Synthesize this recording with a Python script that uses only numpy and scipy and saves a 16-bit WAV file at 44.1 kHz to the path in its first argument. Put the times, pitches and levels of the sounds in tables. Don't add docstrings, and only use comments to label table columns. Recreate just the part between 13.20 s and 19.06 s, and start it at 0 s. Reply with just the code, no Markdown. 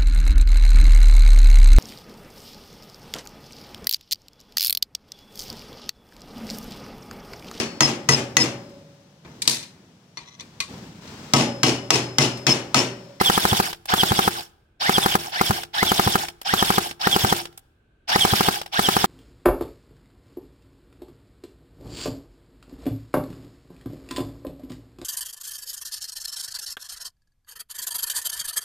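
import sys
import numpy as np
from scipy import signal
from scipy.fft import rfft, irfft, next_fast_len
from scipy.io import wavfile

SR = 44100
rng = np.random.default_rng(int(sys.argv[2]) if len(sys.argv) > 2 else 0)


def bounce(signal):
    frames = np.transpose(np.atleast_2d(signal))
    limited = np.clip(frames, -1, 1)
    pcm = np.round(limited * 32767).astype(np.int16)
    wavfile.write(sys.argv[1], SR, pcm)


N = 258426
TIME = np.arange(N) / SR
AGE = TIME[:SR // 8]


def undb(db):
    return 10 ** (np.asarray(db) / 20)


def unit(x):
    return x / np.sqrt(np.mean(x ** 2))


def add(out, s, sound):
    i = int(np.clip(s * SR, 0, N - 1))
    out[..., i:i + sound.shape[-1]] += sound[..., :N - i]


def decay(age, t60):
    return np.exp(-np.log(1000) * age / t60)


def resonance_db(hz, peaks):
    return sum(gain / (1 + (2 * (hz - centre) / width) ** 2) for centre, width, gain in peaks)


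def colour(x, points, peaks=()):
    hz = np.fft.rfftfreq(4096, 1 / SR) + 1
    knots, dbs = np.transpose(points)
    db = np.interp(np.log(hz), np.log(knots), dbs) + resonance_db(hz, peaks)
    cepstrum = irfft(np.log(undb(db)))
    half = len(cepstrum) // 2
    fold = np.r_[1, np.full(half - 1, 2), np.zeros(half)]
    impulse = irfft(np.exp(rfft(cepstrum * fold)))
    return signal.fftconvolve(x, impulse[None], axes=1)[:, :x.shape[1]]


def ports(split_hz, apart=0.86):
    mid, side = rng.standard_normal((2, N))
    side = apart * signal.sosfilt(signal.butter(2, split_hz, "high", fs=SR, output="sos"), side)
    return unit(np.array([mid + side, mid - side]))


def waver(hz):
    return unit(signal.sosfilt(signal.butter(2, hz, fs=SR, output="sos"), rng.standard_normal(N)))


def panels(x, ring_db=-6, t60=0.07):
    ring = rng.standard_normal((2, len(AGE))) * decay(AGE, t60)
    ring = signal.sosfilt(signal.butter(2, 2200, "high", fs=SR, output="sos"), ring)
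    ring = ring / np.sqrt(np.sum(ring ** 2) / 2)
    return x + undb(ring_db) * signal.fftconvolve(x, ring, axes=1)[:, :N]


# (frequency [Hz], decay time t60 [s], relative level [dB], left minus right [dB])
RECEIVER_MODES = [(376, 0.045, -6.5, -1.5), (475, 0.019, -3.5, 4.5), (774.6, 0.024, 6, -3),
                  (800, 0.0065, -12.5, -3.5), (1036, 0.029, 0.5, 7.5), (1233, 0.014, -2.5, 18.5),
                  (1510, 0.043, -19.5, 20), (1730, 0.042, -27, 3.5), (3227, 0.044, -15.5, -3.5),
                  (4500, .03, -4.5, 5)]


def receiver(contact_s):
    ring = 0
    for f, t60, db, pan in RECEIVER_MODES:
        detune, lift_db = rng.standard_normal(2) * [.012, 1.2]
        gain = undb(db + lift_db + np.array([[pan], [-pan]]) / 2)
        ring = ring + gain * np.cos(2 * np.pi * f * (1 + detune) * AGE) * decay(AGE, t60)
    push = AGE * np.exp(-AGE / contact_s)
    return signal.fftconvolve(ring, push[None] / push.sum(), axes=1)[:, :len(AGE)]


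def recoil(hz, cycles):
    swing = np.minimum(AGE * hz / cycles, 1)
    return -np.sin(2 * np.pi * hz * AGE) * np.sin(np.pi * swing ** 0.7) ** 2


# (frequency [Hz], decay time t60 [s], relative level [dB])
SPRING_MODES = [(83.5, 0.45, -1.5), (118, 1, -9.5), (158.5, 1, -3.5), (224, 0.2, -12.5), (311.3, 0.22, -22),
                (344.8, 1, 0.5), (393, .3, -1.5), (439, 0.97, -7.5), (632, 0.31, 1), (720, 0.14, -10)]


def spring(kicks, spring_db=-38, fade_s=0.24):
    age = TIME[:SR // 2]
    ring = sum(undb(db) * np.sin(2 * np.pi * f * age) * decay(age, t60) for f, t60, db in SPRING_MODES)
    ring = ring * np.exp(-(age / fade_s) ** 4)
    chafing = undb(2.5 * waver(25))
    return undb(spring_db) * chafing * signal.fftconvolve(kicks, ring)[:N]


SHOTS = [0.0139, .1, 0.1786, 0.2538, 0.3275, 0.4016, 0.7391, .8352, 0.9168, .9923, 1.079, 1.6956, 1.783,
         1.862, 1.9544, 2.2135, 2.3056, 2.6303, 2.719, 2.797, 2.8725, 2.9565, 3.339, 3.4271, 3.505, 3.5829,
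         3.8725, 3.9643, 4.0451, 4.1267, 4.961, 5.052, 5.1331, 5.2091, 5.287, 5.5943, 5.6884, 5.768, 5.844]
DEEP_CYCLE, DEEP_PLACES, DEEP_SLAM_DB = 12, (4, 8), -3


def piston(slam_db=-8.5, bounce_db=-8, bounce_s=0.002348, release_db=-17, pickup_db=-28, pickup_s=.023,
           rock_db=-14, deep_db=-11.0, push_db=-23, sway_db=-21, crack_db=-16.5, crack_s=0.0062,
           crack_rise_s=0.0004, snap_db=-15.0, snap_s=0.00069):
    out = np.zeros((2, N))
    crack, snap, kicks = np.zeros((3, N))
    crack_shape = 2 * np.exp(-AGE / crack_s) * (1 - np.exp(-AGE / crack_rise_s))
    snap_shape = np.exp(-((AGE - .0026) / snap_s) ** 2)
    for k, s in enumerate(SHOTS):
        deep = k % DEEP_CYCLE in DEEP_PLACES
        level_db = DEEP_SLAM_DB * deep
        slam = s - .0015 + 0.0034 * deep
        add(out, s - .0085, undb(slam_db + release_db) * receiver(contact_s=.00007))
        add(out, s - .0064, undb(rock_db) * (1 - 0.13 * deep) * recoil(hz=193.0, cycles=3.69))
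        add(out, s - .009, (undb(push_db) + deep * undb(deep_db)) * recoil(hz=111.3, cycles=2.3))
        add(out, s - .002, deep * undb(sway_db) * recoil(hz=202, cycles=7))
        add(out, slam, undb(slam_db + level_db) * receiver(contact_s=.00007))
        add(out, slam + bounce_s, undb(slam_db + bounce_db + level_db) * receiver(contact_s=.00005))
        for delay, size in rng.uniform(0, 1, (3, 2)):
            knock = undb(pickup_db) * (.5 + size) * receiver(contact_s=0.00038)
            add(out, s + pickup_s + .014 * delay, knock)
        add(crack, slam, undb(crack_db + level_db) * crack_shape)
        add(snap, slam, undb(snap_db + level_db) * snap_shape)
        add(kicks, slam, rng.uniform(.7, 1.3, 1))
    metal = colour(crack * ports(split_hz=1160),
                   [(100, 2.0), (600, 4.5), (1400, 16.5), (2300, 0), (4600, 1.5), (6500, -4),
                    (11000, -3.0), (16000, -3.5)])
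    puff = colour(snap * ports(split_hz=1000), [(1000, -30.0), (6000, -10.5), (10000, -4.5), (16000, -4)])
    return out + panels(metal) + puff + spring(kicks)


# (motor on [s], starting strain [dB], gear rattle [dB], whine of the first turn at speed [dB],
# coasting level [dB], coasting time [ratio to the usual]); levels are relative
BURSTS = [(-.085, 7, 1, 6.5, 1.5, 1), (.672, 6.5, 0, 5.5, -1.5, 1.33), (1.593, 6.5, 0, 7, -5, 1.45),
          (2.108, 2.5, -1, -7, 1, 1), (2.527, 5, 0, 4, 1.5, 1), (3.24, 5, 0, 4, 0.5, 1),
          (3.79, 4, 0.1, 3, -.5, .95), (4.871, 9, 1.5, 6.5, 1.5, 1), (5.513, 5, 0.1, 4.5, 7, 1)]


def volleys():
    ons = [row[0] for row in BURSTS] + [np.inf]
    return [[s for s in SHOTS if on < s < until] for on, until in zip(ons, ons[1:])]


QUIET_DB, LOUD_DB, LOUD_FROM_SHARE, LOUD_UNTIL_SHARE = -9, 4.5, 0.27, 0.97
COAST_HOLD_S, COAST_FADE_S = 0.046, 0.062
WHINE_LATER_DB, WHINE_FADE_TURNS = -5, 0.41
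SPEED_POWER = .35
START_RATTLE_DB = -7
BRAKE_DB, BRAKE_S, BRAKE_WIDTH_S = -4.5, .078, 0.021


def drive(run_hz=3390, turn_s=.08, sag=.35, free_hz=2720, spin_up_s=0.065, bite_s=0.029, coast_s=.11):
    hz, rattle, whine, strain = np.zeros((4, N))
    for (start, strain_db, rattle_db, whine_db, coast_db, stretch), shots in zip(BURSTS, volleys()):
        for k, s in enumerate(shots):
            now = (TIME >= start) & (TIME < s)
            age = TIME[now] - start
            share = age / (s - start)
            if k == 0:
                hz[now] = free_hz * (1 - np.exp(-age / spin_up_s))
                strain[now] = undb(strain_db) * np.sin(np.pi / 2 * np.minimum(age / bite_s, 1)) ** 2
                load = undb(START_RATTLE_DB) * strain[now] * np.sqrt(hz[now] / free_hz)
            else:
                pace = (turn_s / (s - start)) ** SPEED_POWER
                hz[now] = run_hz * pace * (1 + sag * (.7 - share))
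                turn_db = np.interp(share, [0, LOUD_FROM_SHARE, LOUD_UNTIL_SHARE, 1],
                                    [QUIET_DB, LOUD_DB, LOUD_DB, QUIET_DB])
                load = undb(rattle_db + turn_db)
                settling = np.exp((1 - k) / WHINE_FADE_TURNS)
                singing = undb(WHINE_LATER_DB + (whine_db - WHINE_LATER_DB) * settling)
                whine[now] = singing * np.interp(share, [.35, .62, .8, .93], [0, 1, 1, 0])
            rattle[now] = np.maximum(rattle[now], load)
            start = s
        after = TIME >= start
        age = (TIME[after] - start) / stretch
        hz[after] = run_hz * np.maximum(1 - age / coast_s, .03)
        quiet_db = QUIET_DB * (age < LOUD_FROM_SHARE * turn_s)
        fade = np.exp(-(np.maximum(age - COAST_HOLD_S, 0) / COAST_FADE_S) ** 2)
        rattle[after] = undb(coast_db + quiet_db) * fade
        whine[after] = undb(coast_db + BRAKE_DB) * np.exp(-((age - BRAKE_S) / BRAKE_WIDTH_S) ** 2)
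    return hz, rattle, whine, strain


def flicker(x, depth_db=3.0):
    edges = [0, 500, 1000, 1600, 2300, 3100, 3900, 4700, 5600, 7000, 9500, 13000, SR / 2]
    size = next_fast_len(N)
    hz, spectrum = np.fft.rfftfreq(size, 1 / SR), rfft(x, size)
    out = np.zeros((2, N))
    for band in np.eye(len(edges)):
        part = irfft(spectrum * np.interp(hz, edges, band), size)[:, :N]
        out += part * undb(depth_db * waver(47))
    return out


# (frequency [Hz], relative level [dB])
SHELL = [(40, -7), (130, 4), (350, 0), (560, -4.5), (1000, -1.5), (2300, -3), (4000, -3.5), (6500, -3),
         (9000, -2.5), (12000, -4.5), (16000, -6)]
# (frequency [Hz], width [Hz], gain [dB])
SHELL_PEAKS = [(780, 277, 13.7), (1570, 403, 6.1), (3240, 1850, 9.54), (4660, 250, 6.4), (5310, 470, 3.7),
               (5410, 120, 8.84), (8540, 250, 5.1)]


def swell(hz):
    return undb(resonance_db(hz, SHELL_PEAKS)) / 2


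def gearbox(rattle_db=-26, whine_db=-23, mesh_db=-40, strain_db=-25, octave_db=-35, grind_db=-29.5,
            groan_db=-27, groan_hz=800, gate=0.17, throb=0.26):
    hz, rattle, whine, strain = drive()
    jitter = (.018 + .004 * np.minimum(strain, 1)) * waver(300)
    phase = 2 * np.pi * np.cumsum(hz * (1 + jitter)) / SR
    shaft = np.sin(phase / 10)
    grain = undb(1.8 * waver(300))
    teeth = unit(colour(ports(split_hz=970) * grain * (1 + gate * shaft), SHELL, SHELL_PEAKS))
    grind = unit(colour(ports(split_hz=210) * grain,
                        [(300, -28.5), (700, -3.5), (1700, -3.5), (5500, -4.0), (8000, -18), (16000, -40.0)],
                        SHELL_PEAKS))
    radiation = np.interp(hz, [600, 1650], [0, 1])
    uneven = undb(3 * waver(90)) * (1 + throb * np.sin(phase / 20))
    tone_gain = undb(whine_db) * whine + undb(mesh_db) * rattle + undb(strain_db) * strain
    tone = np.sin(phase) * tone_gain * swell(hz)
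    octave = np.sin(2 * phase) * undb(octave_db) * strain * swell(2 * hz)
    mode_band = signal.butter(2, [715, 860], "band", fs=SR, output="sos")
    mode = unit(signal.sosfilt(mode_band, rng.standard_normal(N)))
    groan = undb(groan_db) * mode * np.sqrt(rattle) * np.exp(-((hz - groan_hz) / 380) ** 2)
    noise = panels(flicker(undb(rattle_db) * rattle * teeth + undb(grind_db) * strain * grind))
    tonal = (tone + octave) * uneven * radiation + groan
    return noise + tonal * undb([[-1.5], [1.5]])


# (time [s], relative level [dB], treble relative to it [dB])
CLICKS = [(.655, -13, -7.5), (3.2141, -11, -10), (4.3258, -29, -27), (4.375, -19, -2),
          (5.4602, -10.5, -22.5)]
LATCH_S, LATCH_DB, LATCH_TREBLE_DB = .127, -6, -30.5


def latch(click_db=-6, bright_db=9, ring_s=0.0042, rebound_s=0.016, rebound=0.18):
    dull, bright = np.zeros((2, N))
    snap = np.exp(-AGE / ring_s) * (1 - np.exp(-AGE / .0012))
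    drops = [(shots[-1] + LATCH_S, LATCH_DB + 2 * coast_db, LATCH_TREBLE_DB)
             for (*_, coast_db, _), shots in zip(BURSTS, volleys())]
    for s, db, treble_db in drops + CLICKS:
        for delay, size in ((0, 1), (rebound_s, rebound)):
            add(dull, s + delay, size * undb(db + click_db) * snap)
            add(bright, s + delay, size * undb(db + click_db + treble_db + bright_db) * snap)
    thud = colour(dull * ports(split_hz=1000),
                  [(100, -2.0), (1600, -7), (5000, -10.0), (16000, -17.5)], SHELL_PEAKS)
    tick = colour(bright * ports(split_hz=1500), [(2000, -37.5), (8000, -5), (12000, -4), (16000, -9)])
    return thud + tick


def field(x, wet_db=-27, t60=0.66):
    age = TIME[:SR]
    tail = rng.standard_normal((2, SR)) * decay(age, t60) * (age > .004)
    tail = colour(tail, [(100, -5.5), (1500, -8.0), (4000, -9.0), (15000, -10.0)])
    tail = tail / np.sqrt(np.sum(tail ** 2) / 2)
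    return undb(wet_db) * signal.fftconvolve(x, tail, axes=1)[:, :N]


# (frequency [Hz], relative spectral level [dB])
AIR = [(15, -32.5), (25, 6), (108, 3.5), (200, -9.5), (354, -7), (962, -25.5), (1440, -20.5), (1560, -11),
       (1840, -30.5), (2480, -24.5), (4030, -32), (5140, -44), (8360, -42.5), (16000, -58)]


def air(level_db=-58):
    return undb(level_db) * unit(colour(ports(split_hz=500), AIR))


def scene(port_lag_s=.00036):
    left, right = piston() + gearbox() + latch()
    left = np.pad(left, (round(port_lag_s * SR), 0))[:N]
    gun = np.array([left, right])
    return gun + field(gun) + air()


def record(dry, top_hz=16000):
    rounded = np.tanh(0.57 * dry) / 0.83
    return signal.sosfilt(signal.ellip(10, .2, 80, top_hz, fs=SR, output="sos"), rounded)


dry = scene()
out = record(dry)
bounce(out)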